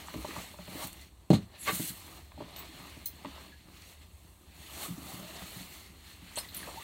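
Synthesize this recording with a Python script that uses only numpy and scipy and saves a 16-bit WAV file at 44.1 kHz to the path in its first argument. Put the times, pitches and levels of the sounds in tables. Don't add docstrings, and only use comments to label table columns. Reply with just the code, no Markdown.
import sys
import numpy as np
from scipy import signal
from scipy.fft import rfft, irfft, next_fast_len
from scipy.io import wavfile
from scipy.ndimage import uniform_filter1d

SR = 44100
rng = np.random.default_rng(int(sys.argv[2]) if len(sys.argv) > 2 else 0)


def attenuation_scalar(level_db):
    decades = np.asarray(level_db, float) / 20
    return 10 ** decades


def to_wav(s):
    ch = np.atleast_2d(s).T
    pcm = np.round(np.clip(ch, -1, 1) * 32767)
    wavfile.write(sys.argv[1], SR, pcm.astype(np.int16))


N = 301203

# frequency_hz, density_db (per Hz)
CLOTH = [(60, -35), (100, -5), (135, -2.5), (174, 3.5), (229, -4), (335, -1), (481, -10.5), (621, -8),
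         (1230, -6.5), (1480, -17.5), (2000, -17), (4000, -16.5), (8000, -27), (16000, -31)]
# peak_s, level_db, rise_s, fall_s
SQUEEZES = [(0.0, -54, .1, 0.3), (.15, -60, .3, 0.37), (.37, -49.5, 0.44, 0.24), (.72, -81, .3, 0.98),
            (.836, -44.5, 0.23, 0.064), (1.03, -63, 0.9, 0.069), (1.4, -66, 0.32, 0.27),
            (1.558, -59, 0.11, 0.034), (1.76, -54.5, 0.25, 0.25), (2.19, -56, 1, 0.082),
            (2.628, -52, 0.4, 0.09), (2.8, -55.5, 0.26, 0.51), (3.2, -71, 0.25, .3),
            (3.389, -53.5, 0.36, 0.19), (3.7, -63.5, 0.12, 0.89), (3.93, -71, 0.59, 0.68),
            (4.3, -70.5, 0.6, 0.31), (4.852, -47.5, 0.29, 0.092), (5.13, -51.5, 0.48, 0.45),
            (5.37, -53.5, 0.52, 0.82), (5.85, -86, 0.4, 0.08), (6.1, -64.5, 0.15, 0.96),
            (6.43, -56, 0.27, 0.091), (6.616, -52, 0.21, 0.45), (6.8, -63, .5, 0.19)]


def evened(x):
    return x / np.sqrt(np.mean(x ** 2) + 1e-20)


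def read(points, hz):
    f, value = np.transpose(points)
    return np.interp(np.log(hz + 1), np.log(f + 1), value)


def add(mix, start_s, sound):
    part = mix[round(start_s * SR):][:len(sound)]
    part += sound[:len(part)]


def coloured(x, points, low_hz=17.0, high_hz=40300.0, skirt=0.31):
    size = next_fast_len(len(x))
    hz = np.fft.rfftfreq(size, 1 / SR) + 1
    above_low = 1 / (1 + np.exp(-np.log2(hz / low_hz) / skirt))
    above_high = 1 / (1 + np.exp(-np.log2(hz / high_hz) / skirt))
    gain = attenuation_scalar(read(points, hz)) * np.sqrt(above_low * (1 - above_high))
    return irfft(rfft(x, size) * gain, size)[:len(x)]


def wander(hz):
    b, a = signal.butter(2, hz / (SR / 2))
    return evened(signal.lfilter(b, a, rng.standard_normal(N)))


def slips(per_s, spread_db, hiss, clump_db, clump_hz):
    size = attenuation_scalar(spread_db * np.minimum(rng.exponential(1, N), 5)) * rng.standard_normal(N)
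    clicks = evened(size * (rng.random(N) < per_s / SR))
    return (clicks + hiss * rng.standard_normal(N)) * attenuation_scalar(clump_db * wander(clump_hz))


def swell(peak_s, level_db, rise_s, fall_s):
    grid = np.arange(0, N + 64, 64)
    since = grid / SR - peak_s[:, None]
    away = np.where(since < 0, since / rise_s[:, None], -since / fall_s[:, None])
    power = (attenuation_scalar(level_db[:, None] + 20 * away) ** 2).sum(0)
    return np.interp(np.arange(N), grid, 10 * np.log10(power + 1e-12))


def mottled(x, depth_db, wide, long):
    z = signal.stft(x, nperseg=512)[2]
    patches = uniform_filter1d(rng.standard_normal(z.shape[::-1]).T, wide, axis=0)
    patches = evened(uniform_filter1d(patches, long, axis=1))
    return signal.istft(z * attenuation_scalar(depth_db * patches), nperseg=512)[1][:N]


def cloth():
    # peak_s, level_db, rise_s, fall_s,
    # brightness_db
    strokes = [(0.0, -50.5, .1, 0.09, -4), (.084, -54, 0.013, 0.12, -13),
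               (.143, -76, 0.023, .15, -5), (.41, -47.5, 0.91, 0.27, -2.5),
               (.51, -61, .1, 0.05, -15), (.605, -56, 0.033, .3, -8), (.72, -53.5, 0.2, 0.22, -5),
               (.84, -43.5, 0.2, 0.094, 0.5), (1.03, -55, 0.45, 0.1, -3.5), (1.2, -70, .3, .3, -5),
               (1.43, -58.5, 0.097, 0.071, -7.5), (1.558, -53.5, 0.073, 0.1, -41),
               (1.684, -42, 0.08, 0.14, 1), (1.75, -49.5, 0.11, 0.16, 12.5),
               (1.82, -46, 0.09, .15, 6.5), (1.895, -47, 0.15, 0.037, 7.5),
               (1.98, -56, 0.33, 0.36, 1.5), (2.18, -55, 0.93, 0.12, -3.5),
               (2.4, -55.5, 0.067, 0.67, -13), (2.62, -53, 0.24, 0.13, -7),
               (2.79, -55.5, 0.72, 1.3, -3), (2.93, -55.5, 0.89, 0.22, -13),
               (3.18, -62, 0.17, 0.27, -15), (3.26, -54.5, 0.042, 0.71, -18),
                     (3.42, -57, 0.44, 0.16, -3), (3.77, -58.5, 0.19, 0.58, -6),
                     (3.92, -57.5, 0.33, 0.084, -0.5), (4.025, -61, 0.089, 0.079, -7),
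                     (4.25, -69.5, 0.86, 1, 3), (4.64, -54.5, 0.22, 1, -2.5), (4.84, -44, 0.2, 0.11, 2.5),
                     (5.12, -52.5, 0.4, 0.32, 2.5), (5.37, -51, 0.67, 0.81, -3.5), (5.62, -52, 1, 0.2, 0),
                     (5.74, -53.5, 0.098, 0.23, 0.5), (5.879, -57.5, 0.44, 0.04, -4),
                     (6.1, -53.5, 0.22, 0.21, -3.5), (6.33, -55, 0.41, 0.27, -5),
                     (6.43, -53, 0.26, 0.23, -2.5), (6.55, -49.5, 0.051, 0.36, -13),
                     (6.62, -51.5, 0.28, 0.88, -0.5), (6.83, -50, 0.16, 0.12, -7)]
    peak_s, db, rise, fall, bright = np.transpose(strokes)
    fizz = coloured(slips(1600, 1.3, 3.3, 0.93, 42), CLOTH, low_hz=9300.0, skirt=0.23)
    sheen = coloured(slips(2000, 2.4, 2.7, 1.2, 37), CLOTH, 5200.0, 7670.0, 0.28)
    swish = coloured(slips(1200, 2.0, 2.14, 0.72, 26), CLOTH, 1556.0, 5650.0, 0.067)
    padding = coloured(slips(400, 1.8, 1.6, 0.27, 33), CLOTH, 530.0, 1380.0)
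    fizz_db = swell(peak_s, db - 1.54 + 1.17 * bright, rise, fall)
    sheen_db = swell(peak_s, db - 2.5 + 0.73 * bright, rise, fall)
    swish_db = swell(peak_s, db, rise, fall)
    padding_db = swell(*np.transpose(SQUEEZES))
    parts = ((fizz, fizz_db), (sheen, sheen_db), (swish, swish_db), (padding, padding_db))
    rubbing = sum(evened(x) * attenuation_scalar(level) for x, level in parts)
    return mottled(rubbing, depth_db=1.43, wide=4, long=12)


def boards():
    peak_s, db, rise, fall = np.transpose(SQUEEZES)
    delay_s, lag_s = 0.022, 0.16
    pressure_db = uniform_filter1d(swell(peak_s + delay_s, db, rise, fall), round(lag_s * SR))
    pushes = evened(coloured(slips(150, 2.5, 1.64, 2.1, 6.0), CLOTH, 120.0, 325.0))
    return pushes * attenuation_scalar(-58.5 + 0.57 * (pressure_db - np.median(pressure_db)))


def squeaks():
    # start_s, length_ms, level_db, start_hz, end_hz
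    glides = [
        (3.52, 26, -55, 1710, 1670),
        (6.444, 16, -48, 1980, 1960),
        (6.757, 24, -47, 680, 860),
        (6.771, 26, -44, 850, 970),
        (6.803, 22, -49, 1030, 1300),
        (6.674, 14.3, -42, 404, 720),
        (6.627, 10, -45, 2080, 1400),
    ]
    # start_s, length_ms, level_db, centre_hz, width_hz
    rasps = [(.81, 35, -49, 910, 500), (1.66, 59, -33.5, 2030, 2000), (1.58, 120, -49, 10800, 1600),
             (1.585, 56, -57, 7700, 900), (1.625, 36, -52, 6900, 700), (1.668, 31, -34.5, 1130, 210),
             (1.662, 51, -45, 3800, 1000), (8.3, 40, -49, 4250, 400), (6.372, 25, -40, 4100, 1500),
             (5.06, 82, -56, 750, 110), (5.2, 84, -58, 630, 87), (5.27, 77, -58, 618, 80),
             (5.34, 100, -59, 637, 90), (2.525, 33, -56.5, 4100, 500), (6.634, 18, -54, 4250, 400),
             (1.665, 54, -43.5, 700, 440), (2.552, 61, -50.5, 3600, 5400), (6.365, 33, -44, 2260, 5800),
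             (6.665, 44, -48.5, 720, 580)]
    # bandwidth in Hz, steady slip against flutter
    rows = [(s, ms, db, hz0, hz1, 0.2 * hz0, 2.1) for s, ms, db, hz0, hz1 in glides]
    rows += [(s, ms, db, hz, hz, width, 0) for s, ms, db, hz, width in rasps]
    out = np.zeros(N)
    for start_s, ms, db, hz0, hz1, width, tone in rows:
        count = round(min(ms, 90) * SR / 1000)
        carrier = np.exp(2j * np.pi * np.cumsum(np.linspace(hz0, hz1, count)) / SR)
        r = np.exp(-np.pi * width / SR)
        grit = rng.standard_normal(4096) + 1j * rng.standard_normal(4096)
        flutter = signal.lfilter([1], [1, -2 * r, r * r], grit)[-count:]
        slip = flutter / abs(flutter).mean() + tone
        add(out, start_s, attenuation_scalar(db) * evened((carrier * slip).real) * np.sqrt(np.hanning(count)))
    return out


def causal(db):
    cepstrum = irfft(np.log(attenuation_scalar(db)))
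    half = len(cepstrum) // 2
    fold = np.r_[1, np.full(half - 1, 2), 1, np.zeros(half - 1)]
    return np.exp(rfft(cepstrum * fold))


def ticks(rows, octaves):
    out = np.zeros(N)
    t = (np.arange(2048) - 128) / SR
    hz = np.fft.rfftfreq(2048, 1 / SR) + 1
    for start_s, db, centre_hz, ms in rows:
        lean_db = np.maximum(-6 * (np.log2(hz / centre_hz) / octaves) ** 2, -60)
        snap = 3.5 * np.sqrt(ms) * (t == 0)
        decay = np.exp(-abs(t) * 1000 / ms) * (t >= 0)
        shake = (rng.standard_normal(2048) + snap) * decay
        burst = irfft(rfft(shake) * causal(lean_db + read(CLOTH, hz)))
        add(out, start_s + t[0], attenuation_scalar(db) * burst / abs(burst).max())
    return out


def creases():
    # start_s, peak_db, centre_hz, length_ms
    snaps = [(.0838, -32, 1500, 2.1), (.1402, -32, 1880, 3.8), (.3085, -34, 1890, 1.3),
             (.3625, -39, 1400, 1.5), (.587, -40.5, 2000, 2), (.678, -38, 2400, 1.3),
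             (.9301, -35.5, 11300, 2.4), (1.0125, -49, 3980, 3.2), (2.319, -42, 2000, 1.1),
             (2.4893, -43.5, 6500, 1), (2.562, -33, 4000, 2.5), (.872, -27.5, 13000, 6.3),
             (2.5636, -39, 11900, 1.5), (2.8993, -42, 10000, 1), (3.8217, -41, 7250, 0.94),
             (1.014, -42, 9000, 5), (3.0573, -32, 7050, 2.7), (3.248, -36.5, 2780, 2),
             (3.2575, -33.5, 2300, 3), (3.066, -36, 6000, 9.6), (3.7693, -44, 4220, 3),
             (3.897, -53, 3860, 5), (6.293, -45, 3340, 8.8), (6.5465, -28.5, 11100, 2.7)]
    return ticks(snaps, octaves=0.79)


def ring(modes, lean_db, stretch):
    t = np.arange(SR // 4) / SR
    hz, db, t60 = np.transpose(modes)[:, :, None]
    sign = (-1.) ** np.arange(len(modes))[:, None]
    decay = attenuation_scalar(db + lean_db - 60 * t / (t60 * stretch))
    return (sign * decay * np.sin(2 * np.pi * hz * t)).sum(0)


def cord_lock():
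    # start_s, peak_db, centre_hz, length_ms
    clicks = [(.0717, -41, 6900, 1.5), (.73, -44, 11500, 2.5), (2.591, -58, 6500, 1.3),
              (2.591, -35, 15300, 3.6), (2.601, -39, 15400, 4), (1.312, -35, 4220, 1.8),
              (1.341, -31, 4240, 5), (1.35, -45, 4200, 3.6), (3.058, -33, 15700, 3),
              (3.059, -28, 10800, 4.7), (3.071, -29, 14800, 6), (6.3575, -33, 7660, 0.83),
              (6.363, -36, 3200, 4), (6.547, -31, 13500, 2.3), (6.369, -29, 9100, 2.8),
              (6.372, -31, 3900, 6.3), (6.378, -35, 14800, 9), (6.385, -31.5, 9300, 3.5),
              (6.4873, -41, 4280, 4.4), (6.567, -36, 9900, 2.7), (6.569, -33, 14300, 4)]
    # start_s, frequency_hz, level_db, t60_s
    tones = [(3.059, 6150, -41, .03), (3.0575, 4150, -47, .09), (3.0585, 15500, -27, .02),
             (3.06, 11500, -42, .03), (3.062, 5200, -45, .05), (3.385, 5400, -56, .05),
             (2.592, 15100, -45, .07), (2.592, 7810, -51, .05), (2.566, 13900, -51, .07),
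             (.862, 13700, -52, .08), (.862, 9650, -53, .07), (6.567, 10050, -41, .05),
             (6.357, 7890, -42, .02), (6.372, 9650, -47, .13), (6.372, 13700, -50, .15),
             (6.387, 5200, -36, .045), (6.384, 4250, -43, .035), (6.385, 9700, -43, .06),
             (6.553, 13700, -51, .15), (6.6, 9650, -54, .25), (6.487, 13700, -53, .05)]
    rings = np.zeros(N)
    for start_s, *mode in tones:
        add(rings, start_s, ring([mode], 0, 0.84))
    return ticks(clicks, octaves=0.27) + rings * attenuation_scalar(4 * wander(120))


def bumps(rows, stretch):
    # frequency_hz, level_db, t60_s
    panels = [(64.4, -15, 0.47), (108, -5, 0.17), (175, -3.5, 0.27), (212, -9, 0.21), (275, 4, 0.1),
              (327.8, -3.5, 0.21), (419, -1, 0.099), (504, -13, 0.24), (615, 7, 0.048), (800, 7, 0.045),
              (890, 18, 0.022), (1018, 12, 0.08), (1125, 13, 0.04), (1940, 13, 0.066), (2700, -10, .03)]
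    out, hz = np.zeros(N), np.transpose(panels)[0][:, None]
    for start_s, db, centre_hz, octaves in rows:
        lean_db = -6 * (np.log2(hz / centre_hz) / max(octaves, 0.2)) ** 2
        grit = 1 + 0.59 * rng.standard_normal(256)
        contact = grit * np.exp(-6.5 * centre_hz * np.arange(256) / SR)
        sound = signal.oaconvolve(ring(panels, lean_db, stretch), contact)
        add(out, start_s, attenuation_scalar(db) * sound / abs(sound).max())
    return out


def thuds_and_raps():
    # start_s, peak_db, centre_hz, spread_octaves
    thuds = [(.157, -31, 286, 0.86), (.17, -35, 73.5, 0.3), (.185, -38.5, 333, 0.55), (.286, -37, 363, 0.4),
             (.373, -36.5, 175, 0.65), (.591, -43, 182, 0.21), (.751, -35.5, 322, 0.8),
             (.843, -36, 178, 0.92), (1.725, -32.5, 186, 0.48), (1.797, -27, 233, 1.1),
             (2.384, -40.5, 229, 0.58), (2.422, -32.5, 330, 1.3), (2.799, -44, 170, 0.82),
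             (2.968, -41.5, 220, 1.5), (3.269, -43, 261, 0.095), (4.885, -37.5, 200, 0.76),
             (4.903, -32.5, 168, 0.37), (4.979, -37, 275, 0.22), (5.135, -38, 178, 0.89),
             (5.19, -40.5, 189, 0.42), (5.561, -38, 149, 0.54), (5.605, -41.5, 202, 0.38),
             (6.222, -44.5, 186, 0.54), (.681, -41.5, 167, 0.51), (1.897, -39, 171, 0.8),
             (2.69, -48, 315, 0.17), (3.37, -61, 202, 0.33), (4.756, -52, 250, 0.46),
             (5.02, -42.5, 180, 0.97), (5.052, -44, 199, .5), (5.24, -44, 175, 0.58),
             (5.36, -49, 380, 0.29), (5.42, -42.5, 170, 0.47), (1.81, -39, 303, 1.03)]
    # start_s, peak_db, centre_hz, spread_octaves
    raps = [(.083, -50, 1210, 0.63), (.141, -31.5, 463, 0.84), (.247, -27.5, 597, 0.65),
            (.309, -48, 800, 0.93), (.363, -31.5, 890, 1.3), (.258, -50, 700, .8), (.54, -41.5, 680, 0.58),
            (.59, -41, 646, 0.31), (.679, -38.5, 550, 0.61), (1.694, -32, 417, 0.39),
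            (2.318, -52, 1100, 0.32), (2.376, -40.5, 717, 0.17), (2.405, -29.5, 455, 0.84),
            (3.2478, -30.5, 860, 0.87), (3.251, -37, 298, 0.84), (3.268, -47, 330, .6),
            (3.378, -42, 1100, 0.84), (6.374, -29.5, 647, 0.41), (6.672, -39.5, 1060, 0.35),
            (6.688, -38, 1050, .4), (1.539, -50.5, 602, 0.44), (.38, -43, 700, 1.1)]
    return bumps(thuds, stretch=0.54) + bumps(raps, stretch=0.87)


def skid():
    # start_s, level_db
    jerk_rows = [(1.661, -39), (1.665, -47), (1.669, -31), (1.6738, -30), (1.6768, -33), (1.6785, -23.5),
                 (1.6803, -30), (1.6822, -32), (1.684, -30), (1.688, -28), (1.690, -47), (1.6915, -25),
                 (1.6943, -21.5), (1.699, -34), (1.701, -30), (1.705, -39), (1.709, -38), (1.7145, -42),
                 (1.72, -37)]
    # frequency_hz, level_db, t60_s
    modes = [(690, -16, .02), (1142, 0, 0.024), (1500, -5, .012), (2160, -3, .015), (2360, -3, 0.013),
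             (3080, -14, 0.0072), (3900, -5, 0.0089)]
    start_s, db = np.transpose(jerk_rows)
    jerks = np.zeros(N)
    jerks[(start_s * SR).astype(int)] = -attenuation_scalar(db)
    body = sum(ring([mode], 0, 1) for mode in modes)
    return attenuation_scalar(3.5) * signal.oaconvolve(jerks, body / abs(body).max())[:N]


def knocks():
    # start_s, peak_db, contact_ms, rattle_db, free_ring_ms
    blows = [
        (1.303, -5.5, 1.18, -35.5, 9.8),
        (1.308, -11, 3.3, -51, 7.4),
        (1.3146, -9.5, 2.1, -51, 2.6),
        (1.33, -13, 0.87, -36.5, 10.6),
        (1.3372, -9.5, 2.8, -35.5, 11),
    ]
    # frequency_hz, level_db, t60_s
    bench = [(172, 0.5, 0.12), (318, -1, 0.079), (199, -31, 0.12), (510, -3, 0.042), (278, -25, 0.13),
             (417, -1.5, 0.074), (107.7, -6, 0.66), (600, -3, 0.041), (74, -35, 0.47), (935, -2, 0.028),
             (780, -3, 0.074), (1100, -32, .03)]
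    out, body, t = np.zeros(N), ring(bench, 0, 0.74), np.arange(4096) / SR
    since_ms = np.arange(len(body)) * 1000 / SR
    for start_s, db, contact_ms, rattle_db, free_ms in blows:
        choked = body * attenuation_scalar(-22 * np.clip((since_ms - free_ms) / 3.4, 0, 1))
        contact = np.sin(np.pi * np.minimum(t[:512] * 1000 / contact_ms, 1))
        sound = signal.oaconvolve(choked, np.clip(contact, 0, 1))
        add(out, start_s, attenuation_scalar(db) * sound / abs(sound).max())
        rattle = evened(coloured(rng.standard_normal(4096), CLOTH, 1800.0, 7800.0, 0.52))
        add(out, start_s, attenuation_scalar(rattle_db - 60 * t / 0.13) * rattle)
    return out


def cabin(x):
    # frequency_hz, t60_s
    decay_times = [(100, .25), (500, .17), (2000, .14), (6000, .13), (15000, .11)]
    taps = np.zeros(SR // 2)
    at = np.arange(60, len(taps) - 12, 12)
    taps[at + rng.integers(0, 12, len(at))] = rng.choice([-1., 1.], len(at))
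    hz, t, z = signal.stft(taps, SR, nperseg=256)
    decay = attenuation_scalar(-60 * t / read(decay_times, hz)[:, None])
    tail = signal.istft(z * decay, SR, nperseg=256)[1]
    return signal.fftconvolve(x, tail / np.linalg.norm(tail))[:N]


def still():
    # frequency_hz, density_db (per Hz)
    spectrum = [(18, -30), (33, -5), (52, 4.5), (70, 13), (90, 6.5), (124, -8), (233, -18), (328, -18),
                (461, -19), (1010, -15.5), (1630, -43), (3000, -38), (8000, -28.5), (16000, -36)]
    noise = rng.standard_normal(N)
    rumble = coloured(noise, spectrum, high_hz=135.0) * attenuation_scalar(0.5 * wander(1.0))
    hiss = coloured(noise, spectrum, low_hz=137.0)
    return attenuation_scalar(-55.5) * evened(rumble + hiss)


def scene():
    taut, snaps, sharp = squeaks(), creases(), cord_lock()
    impacts = [thuds_and_raps() + skid(), knocks()]
    b, a = signal.butter(3, 63.0 / (SR / 2), "high")
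    small, heavy = signal.lfilter(b, a, impacts)
    spots = taut + snaps + sharp + small + heavy
    sent = attenuation_scalar(-6.0) * taut + attenuation_scalar(-7.5) * snaps + attenuation_scalar(1.5) * sharp + attenuation_scalar(-9.0) * small + attenuation_scalar(-8.0) * heavy
    return (cloth() + boards() + spots + cabin(sent) + still())[None]


def roll_off(x):
    return signal.sosfilt(signal.butter(12, 16980, fs=SR, output="sos"), x)


def record(dry):
    # frequency_hz, level_db
    housing = [(3000, -0.5), (3700, -2.5), (4250, 1), (4600, -2.5), (4850, -9.5), (5600, -5.5), (6600, 0.5),
               (7400, 1.5), (8500, 5.5), (9000, 2), (9400, -1.5), (10800, 1.5), (14000, 2), (15300, 1)]
    # delay_ms, share, phase_cycles
    table_bounce = (1.34, .12, .75)
    size = next_fast_len(N)
    hz = np.fft.rfftfreq(size, 1 / SR)
    delay_ms, share, phase_cycles = table_bounce
    bounce = 1 + share * np.exp(-2j * np.pi * (hz * delay_ms / 1000 - phase_cycles))
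    response = bounce * attenuation_scalar(read(housing, hz)) * (hz < 15870)
    heard = irfft(rfft(dry, size) * response, size)[:, :N]
    return roll_off(heard)


dry = scene()
out = record(dry)
to_wav(out)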